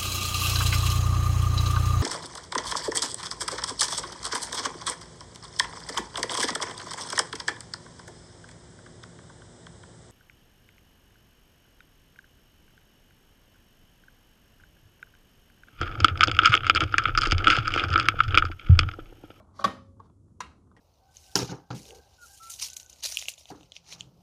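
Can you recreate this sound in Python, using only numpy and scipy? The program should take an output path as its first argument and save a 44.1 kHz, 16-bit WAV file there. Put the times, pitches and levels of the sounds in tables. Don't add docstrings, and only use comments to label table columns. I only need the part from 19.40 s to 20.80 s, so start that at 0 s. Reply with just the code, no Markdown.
import sys
import numpy as np
from scipy import signal
from scipy.fft import rfft, irfft
from scipy.io import wavfile

SR = 44100
rng = np.random.default_rng(int(sys.argv[2]) if len(sys.argv) > 2 else 0)


def rack_gain(trim_db):
    fader = np.asarray(trim_db, float)
    return 10 ** (fader / 20)


def persist_wave(psi):
    counts = np.round(np.clip(psi, -1, 1) * 32767).astype(np.int16)
    wavfile.write(sys.argv[1], SR, np.atleast_2d(counts).T)


N = 61739
TIME_S = np.arange(N) / SR


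def at_hz(points, hz, column=1):
    points = np.array(points)
    return np.interp(np.log(hz), np.log(points[:, 0]), points[:, column])


def rms_one(x):
    return x / np.sqrt(np.mean(x ** 2) + 1e-20)


def coloured(x, spectrum):
    hz = np.maximum(np.fft.rfftfreq(len(x), 1 / SR), 1)
    return irfft(rfft(x) * rack_gain(at_hz(spectrum, hz)), len(x))


def bandpass(x, low_hz, high_hz):
    return signal.sosfilt(signal.butter(2, [low_hz, high_hz], "band", fs=SR, output="sos"), x)


def ring(clicks, hz, t60_s):
    radius = rack_gain(-60 / (max(t60_s, 1e-3) * SR))
    w = 2 * np.pi * hz / SR
    return signal.lfilter([0, np.sin(w)], [1, -2 * radius * np.cos(w), radius ** 2], clicks + 1e-18)


def struck(hits, modes, crack_colour, rise_s):
    spread_db, crack_t60_s, crack_rise_s = 2.0, 0.027, 0.00013
    body, cracks = np.zeros((2, N))
    chance = rng.standard_normal((len(hits), len(modes)))
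    noise = rms_one(coloured(rng.standard_normal(N), crack_colour))
    pushes = []
    for start_s, level_db, crack_db, soft_ms in hits:
        age = np.maximum(TIME_S - start_s, 0)
        push = age * np.exp(-age * 4000 / max(soft_ms, .02))
        pushes.append(rack_gain(level_db) * push / push.sum())
        cracks += rack_gain(crack_db - 60 * age / crack_t60_s) * np.minimum(age / crack_rise_s, 1) * noise
    for k, (hz, level_db, t60_s) in enumerate(modes):
        force = rack_gain(level_db + spread_db * chance[:, k]) @ np.array(pushes)
        rising_t60_s = 1 / (1 / t60_s + 1 / (np.log(1000) * rise_s))
        swell = ring(force, hz, t60_s) - ring(force, hz, rising_t60_s)
        body += (-1) ** k * swell
    return np.array([body, cracks])


# start_s, level_db, crack_db, soft_ms
HOLDER_HITS = [(0.0005, -49, -70.5, 0.6), (0.007, -52.5, -82.5, 0.56), (0.1905, -33, -53.5, 0.2),
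               (0.194, -26.5, -64.5, 0.26), (0.205, -43, -67, 0.67), (0.2105, -28.5, -65.5, 0.11),
               (0.2155, -47, -64.5, 0.38), (0.221, -35.5, -56, .25), (0.2412, -10, -27, 0.1),
               (0.2439, -29, -27, 0.14), (0.2465, -17.5, -38.5, .15), (0.2483, -11, -31.5, 0.53),
               (0.2509, -14.5, -36.5, 0.35), (0.2575, -21, -36.5, 0.74), (0.278, -39.5, -46.5, 0.44),
               (0.287, -32.5, -51.5, 0.13)]
# pitch_hz, level_db, t60_s
HOLDER_MODES = [(566.6, -15.5, 0.083), (648.5, -17, 0.087), (780, -17, 0.071), (877, -38.5, 0.03),
                (1050, -13.5, 0.027), (1200, -31, 0.013), (1300, -10, 0.0592), (1531, -13.5, 0.038),
                (1850, -27, 0.21), (2416, -32, 0.15), (3372, -19.5, 0.039), (3780, -17.5, .04),
                (4420, -22, 0.0085), (6460, -31.5, .04)]
# freq_hz, level_db (per Hz)
HOLDER_CRACK = [(300, -3.5), (1100, 3.5), (2400, -7.5), (4000, -6), (6000, -9), (8000, -20.5),
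                (11000, -20.5), (15500, -39.5)]


def holder_clunk():
    return struck(HOLDER_HITS, HOLDER_MODES, HOLDER_CRACK, rise_s=0.0015)


# start_s, pitch_hz, level_db, hold_s, swell_db
HOLLOWS = [
    (.2415, 1129, -16.5, .0118, 4.5),
    (1.0045, 1010, -28, .009, -5),
    (.1908, 1129, -38, .007, 6),
    (.219, 1110, -40, .007, 3),
]


def hollow():
    attack_s, release_t60_s = .0006, .014
    start_s, hz, level_db, hold_s, swell_db = np.transpose(HOLLOWS)[:, :, None]
    age = np.maximum(TIME_S - start_s, 0)
    swell = swell_db * np.minimum(age / hold_s, 1)
    release = 60 * np.maximum(age - hold_s, 0) / release_t60_s
    height = rack_gain(level_db + swell - release) * (1 - np.exp(-age / attack_s))
    return np.sum(height * np.sin(2 * np.pi * hz * age), axis=0)


# start_s, pitch_hz, level_db, t60_s
PINGS = [(-.004, 580.5, -46, 0.056), (-.003, 1130, -46.5, 0.04), (-.003, 2296, -69, 0.084),
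         (-.003, 3960, -74, 0.06), (.006, 614, -44.5, 0.028), (.023, 4100, -75, 0.042),
         (.2035, 1200, -42.5, 0.041), (.2115, 1130, -37, 0.013), (.2565, 1125, -21, 0.027),
         (.192, 5900, -70, .08), (0.199, 4500, -46, 0.035), (0.209, 3140, -45, 0.015),
         (0.219, 4080, -52, .05), (0.226, 3020, -46, .02), (.2425, 4700, -21.5, 0.023),
         (.242, 3290, -26.5, .03), (.243, 5900, -36, .03), (0.2437, 5330, -47.5, .04),
         (.247, 3476, -26, 0.039), (.2475, 1850, -22, 0.027), (.249, 3870, -28, .035),
         (.250, 4460, -47, .03), (0.255, 7000, -44.5, .02), (.279, 1300, -26.5, 0.035),
         (1.001, 4700, -74, 0.018), (1.0039, 7000, -34.5, 0.017), (1.0045, 11020, -44.5, 0.017),
         (1.0055, 8850, -50, 0.023), (1.006, 2080, -34.5, 0.023), (1.012, 2750, -44.5, 0.052),
         (1.017, 3710, -43, 0.028), (1.02, 1319, -38.5, 0.064), (1.036, 1200, -55, 0.16),
         (1.025, 4400, -62.5, 0.11), (1.044, 2740, -53, 0.096), (1.3155, 3600, -74, 0.014),
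         (1.326, 1200, -69, 0.15), (1.3655, 1910, -51, 0.047), (1.371, 830, -50, .02),
         (1.3725, 500, -60, 0.012), (1.39, 1710, -63, 0.047), (.6575, 1042, -64, 0.029),
         (1.005, 14200, -64, 0.013), (1.375, 3200, -66, 0.053)]


def pings():
    rise_s = .001
    start_s, hz, level_db, t60_s = np.transpose(PINGS)[:, :, None]
    age = np.maximum(TIME_S - start_s, 0)
    height = rack_gain(level_db - 60 * age / np.maximum(t60_s, .003)) * (1 - np.exp(-age / rise_s))
    return np.sum(height * np.sin(2 * np.pi * hz * age), axis=0)


# pitch_hz, level_db, t60_s
RINGS = [(543, -49.5, 0.94), (1130, -59, 0.81), (3380, -89, 0.42), (196.7, -20, 0.1), (250, -42.5, 0.77),
         (322.7, -34, 0.15), (480.2, -33, 0.058), (177.5, -48, 0.2), (212.5, -42, 0.14), (373, -50.5, 0.38)]
RING_STARTS = [0.25, 0.25, 0.65, 0.256, 0.262, 0.244, 0.246, 1.006, 0.2, 0.196]


def long_rings():
    rise_s, latch_s, latch_t60_s = 0.0068, .6, .08
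    out = np.zeros(N)
    for start_s, (hz, level_db, t60_s) in zip(RING_STARTS, RINGS):
        age = np.maximum(TIME_S - start_s, 0)
        damped_s = np.maximum(TIME_S - latch_s, 0) * (start_s < latch_s)
        height = rack_gain(level_db - 60 * age / t60_s - 60 * damped_s / latch_t60_s)
        out += height * (1 - np.exp(-age / rise_s)) * np.sin(2 * np.pi * hz * age)
    return out


# time_s, level_db
SLIDE = [(0.13, -90.5), (0.147, -73.5), (0.16, -65.5), (0.189, -61), (0.198, -56), (0.215, -57),
         (0.231, -67.5), (0.238, -70.5)]
# time_s, level_db
CREEP = [(.625, -93), (.642, -84), (.66, -77), (0.689, -99)]
# pitch_hz, level_db, t60_s
GUIDES = [(1090, -2.5, 0.031), (2140, -6, 0.0065), (4560, 1, 0.0023), (5600, -2.5, .005),
          (6200, -12.5, 0.0037), (8450, -20.5, .004), (10300, -20, .005)]


def slide():
    slips_per_s = 8000
    slips = (rng.random(N) < slips_per_s / SR) * rack_gain(2.4 * rng.exponential(1, N))
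    slips = slips * rng.choice([-1, 1], N)
    slips = signal.sosfilt(signal.butter(6, 12000, fs=SR, output="sos"), slips)
    rasp = np.zeros(N)
    for hz, level_db, t60_s in GUIDES:
        rasp += rack_gain(level_db) * rms_one(ring(slips, hz, t60_s))
    motion = np.zeros(N)
    for move in (SLIDE, CREEP):
        time_s, level_db = np.transpose(move)
        motion += rack_gain(np.interp(TIME_S, time_s, level_db, left=-200, right=-200))
    return rms_one(rasp) * motion


# start_s, level_db, crack_db, soft_ms
SETTLE_HITS = [
    (0.088, -49, -107, 0.46),
    (0.567, -51.5, -88, 0.42),
    (0.596, -42.5, -69, 0.33),
    (0.6004, -31, -61.5, 0.19),
    (0.636, -79, -78, 0.27),
    (0.646, -71, -75, 0.66),
    (0.6575, -50, -82, 0.29),
    (0.666, -52, -74.5, 0.4),
    (0.882, -66, -79, .4),
]
# pitch_hz, level_db, t60_s
SETTLE_MODES = [(428.8, -16.5, .04), (888, -8.5, 0.029), (1103, -1, 0.031), (1613, -22, 0.025),
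                (3200, -35, 0.0089), (4520, -28, 0.016)]
# freq_hz, level_db (per Hz)
SETTLE_CRACK = [(300, -9), (1500, 12), (2600, -6.5), (3600, 3.5), (5000, -8), (7000, -6), (10000, -40),
                (15500, -56)]


def holder_settling():
    return struck(SETTLE_HITS, SETTLE_MODES, SETTLE_CRACK, rise_s=0.0025)


# start_s, level_db, crack_db, soft_ms
CASE_HITS = [
    (0.9995, -53, -95, 0.4),
    (1.0044, -20.5, -37.5, 0.11),
    (1.0058, -25.5, -36, 0.062),
    (1.0095, -35, -54, 0.2),
    (1.0135, -42, -43, 0.47),
    (1.0192, -42, -45.5, 0.15),
]
# pitch_hz, level_db, t60_s
CASE_MODES = [(451.5, -17.5, 0.057), (705, -34, 0.043), (920, -34, 0.027), (1300, -22, 0.04),
              (1665, -10, 0.045), (2080, -11, 0.025), (2750, -28, 0.029), (3890, -28, 0.023),
              (4250, -34, 0.023), (4753, -22, 0.029), (5050, -18, 0.029), (5740, -1, 0.015),
              (6360, -6, 0.017), (7140, -11, 0.021)]
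# freq_hz, level_db (per Hz)
CASE_CRACK = [(300, -7), (1200, 8.5), (2500, 0.5), (4000, -1.5), (6000, -6.5), (8500, -12.5), (11000, -22),
              (15500, -34.5)]


def case_clack():
    return struck(CASE_HITS, CASE_MODES, CASE_CRACK, rise_s=0.0047)


# start_s, level_db, crack_db, soft_ms
THUMB_HITS = [
    (1.274, -68, -81.5, 0.33),
    (1.314, -48.5, -84, 0.55),
    (1.323, -58, -79, 0.68),
]
# pitch_hz, level_db, t60_s
PANEL_MODES = [(710, -11.5, 0.023), (1041, -3, 0.057), (1270, 0, 0.044), (1523, -7, .03),
               (3600, -26, 0.012)]


def thumb():
    return struck(THUMB_HITS, PANEL_MODES, SETTLE_CRACK, rise_s=0.000442)


# start_s, level_db, crack_db, soft_ms
BUTTON_HITS = [
    (1.3658, -49, -58.5, 0.18),
    (1.372, -49.5, -60.5, 0.25),
    (1.381, -46, -77.5, 0.2),
]
# pitch_hz, level_db, t60_s
BUTTON_MODES = [(468, -12, 0.022), (814, -20.5, 0.018), (1350, -26, 0.0064), (2120, -15.5, 0.023),
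                (2850, -23.5, 0.036), (3390, -24.5, 0.023), (4180, -31, 0.017), (5500, -13.5, 0.016)]


def button():
    return struck(BUTTON_HITS, BUTTON_MODES, CASE_CRACK, rise_s=0.00042)


# time_s, level_db
RUSTLE = [(0, -58), (0.037, -68), (0.139, -67.5), (0.303, -52), (0.55, -86), (0.629, -65), (0.66, -70.5),
          (0.721, -78), (0.839, -93), (0.885, -75.5), (0.94, -87), (1.099, -66), (1.251, -79.5), (1.4, -69)]
# freq_hz, level_db (per Hz)
CLOTH = [(350, -18.5), (600, 0.5), (1150, 1), (1450, -5.5), (1700, -24), (2600, -29), (3500, -24.5),
         (9000, -43)]


def rustle():
    grain_db = 2.0 * np.repeat(rng.exponential(1, N // 200 + 1), 200)[:N]
    grains = rng.standard_normal(N) * rack_gain(grain_db)
    time_s, level_db = np.transpose(RUSTLE)
    return rms_one(coloured(grains, CLOTH)) * rack_gain(np.interp(TIME_S, time_s, level_db))


# freq_hz, t60_s, level_db
ROOM = [(161.5, 0.37, 4), (500, 0.22, -0.5), (1130, 0.35, -11.5), (2700, 0.29, -6.5), (5000, 0.38, -14),
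        (10000, 0.28, -10.5), (14690, .16, -11)]


def room(x):
    onset_s = .011
    edges_hz = 70 * 2 ** np.arange(0, 8.1, .5)
    white = rng.standard_normal((2, N))
    tail = np.zeros(N)
    for k, (low_hz, high_hz) in enumerate(zip(edges_hz, edges_hz[1:])):
        hz = np.sqrt(low_hz * high_hz)
        t60_s = at_hz(ROOM, hz)
        decay = rack_gain(at_hz(ROOM, hz, column=2) - 60 * TIME_S / t60_s)
        tail += bandpass(white[k % 2], low_hz, high_hz) * decay / np.sqrt(t60_s * SR / 14)
    tail *= 1 - np.exp(-(TIME_S / onset_s) ** 2)
    return signal.fftconvolve(x, tail)[:N]


# freq_hz, level_db (per Hz)
AIR = [(25, -23.5), (70, 0.5), (110, -12), (200, -7.5), (400, -18.5), (800, -38.5), (1300, -39.5),
       (1560, -59.5)]
# freq_hz, level_db (per Hz)
HISS = [(1000, -4.5), (2500, -9), (4500, -4), (6500, 2.5), (10000, 0.5), (12000, -9), (13000, -37.5),
        (13600, -69.5)]


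def air():
    hum_hz, hum_width_hz = 96, 15
    rumble_db, hum_db, hiss_db = -59, -58, -86
    hum_t60_s = np.log(1000) / (np.pi * hum_width_hz)
    hum = ring(rng.standard_normal(2 * N), hum_hz, hum_t60_s)[N:]
    rumble = coloured(rng.standard_normal(N), AIR + [(4000, -90)])
    hiss = coloured(rng.standard_normal(N), HISS)
    return rack_gain(rumble_db) * rms_one(rumble) + rack_gain(hum_db) * rms_one(hum) + rack_gain(hiss_db) * rms_one(hiss)


def scene():
    modes_room_db, crack_room_db, ring_room_db = -6.5, 4, -8
    modes, cracks = holder_clunk() + holder_settling() + case_clack() + thumb() + button()
    modes = modes + pings() + hollow()
    rasp, rings = slide(), long_rings()
    to_walls = rack_gain(modes_room_db) * modes + rack_gain(crack_room_db) * cracks
    to_walls = to_walls + rasp + rack_gain(ring_room_db) * rings
    return (modes + cracks + rasp + rings + room(to_walls) + rustle() + air())[None]


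def roll_off(x):
    return signal.sosfilt(signal.butter(12, 15780, fs=SR, output="sos"), x)


def record(dry):
    limit = 0.34
    band = bandpass(dry, 44.94, 15500)
    return roll_off(limit * np.tanh(band / limit))


dry = scene()
out = record(dry)
persist_wave(out)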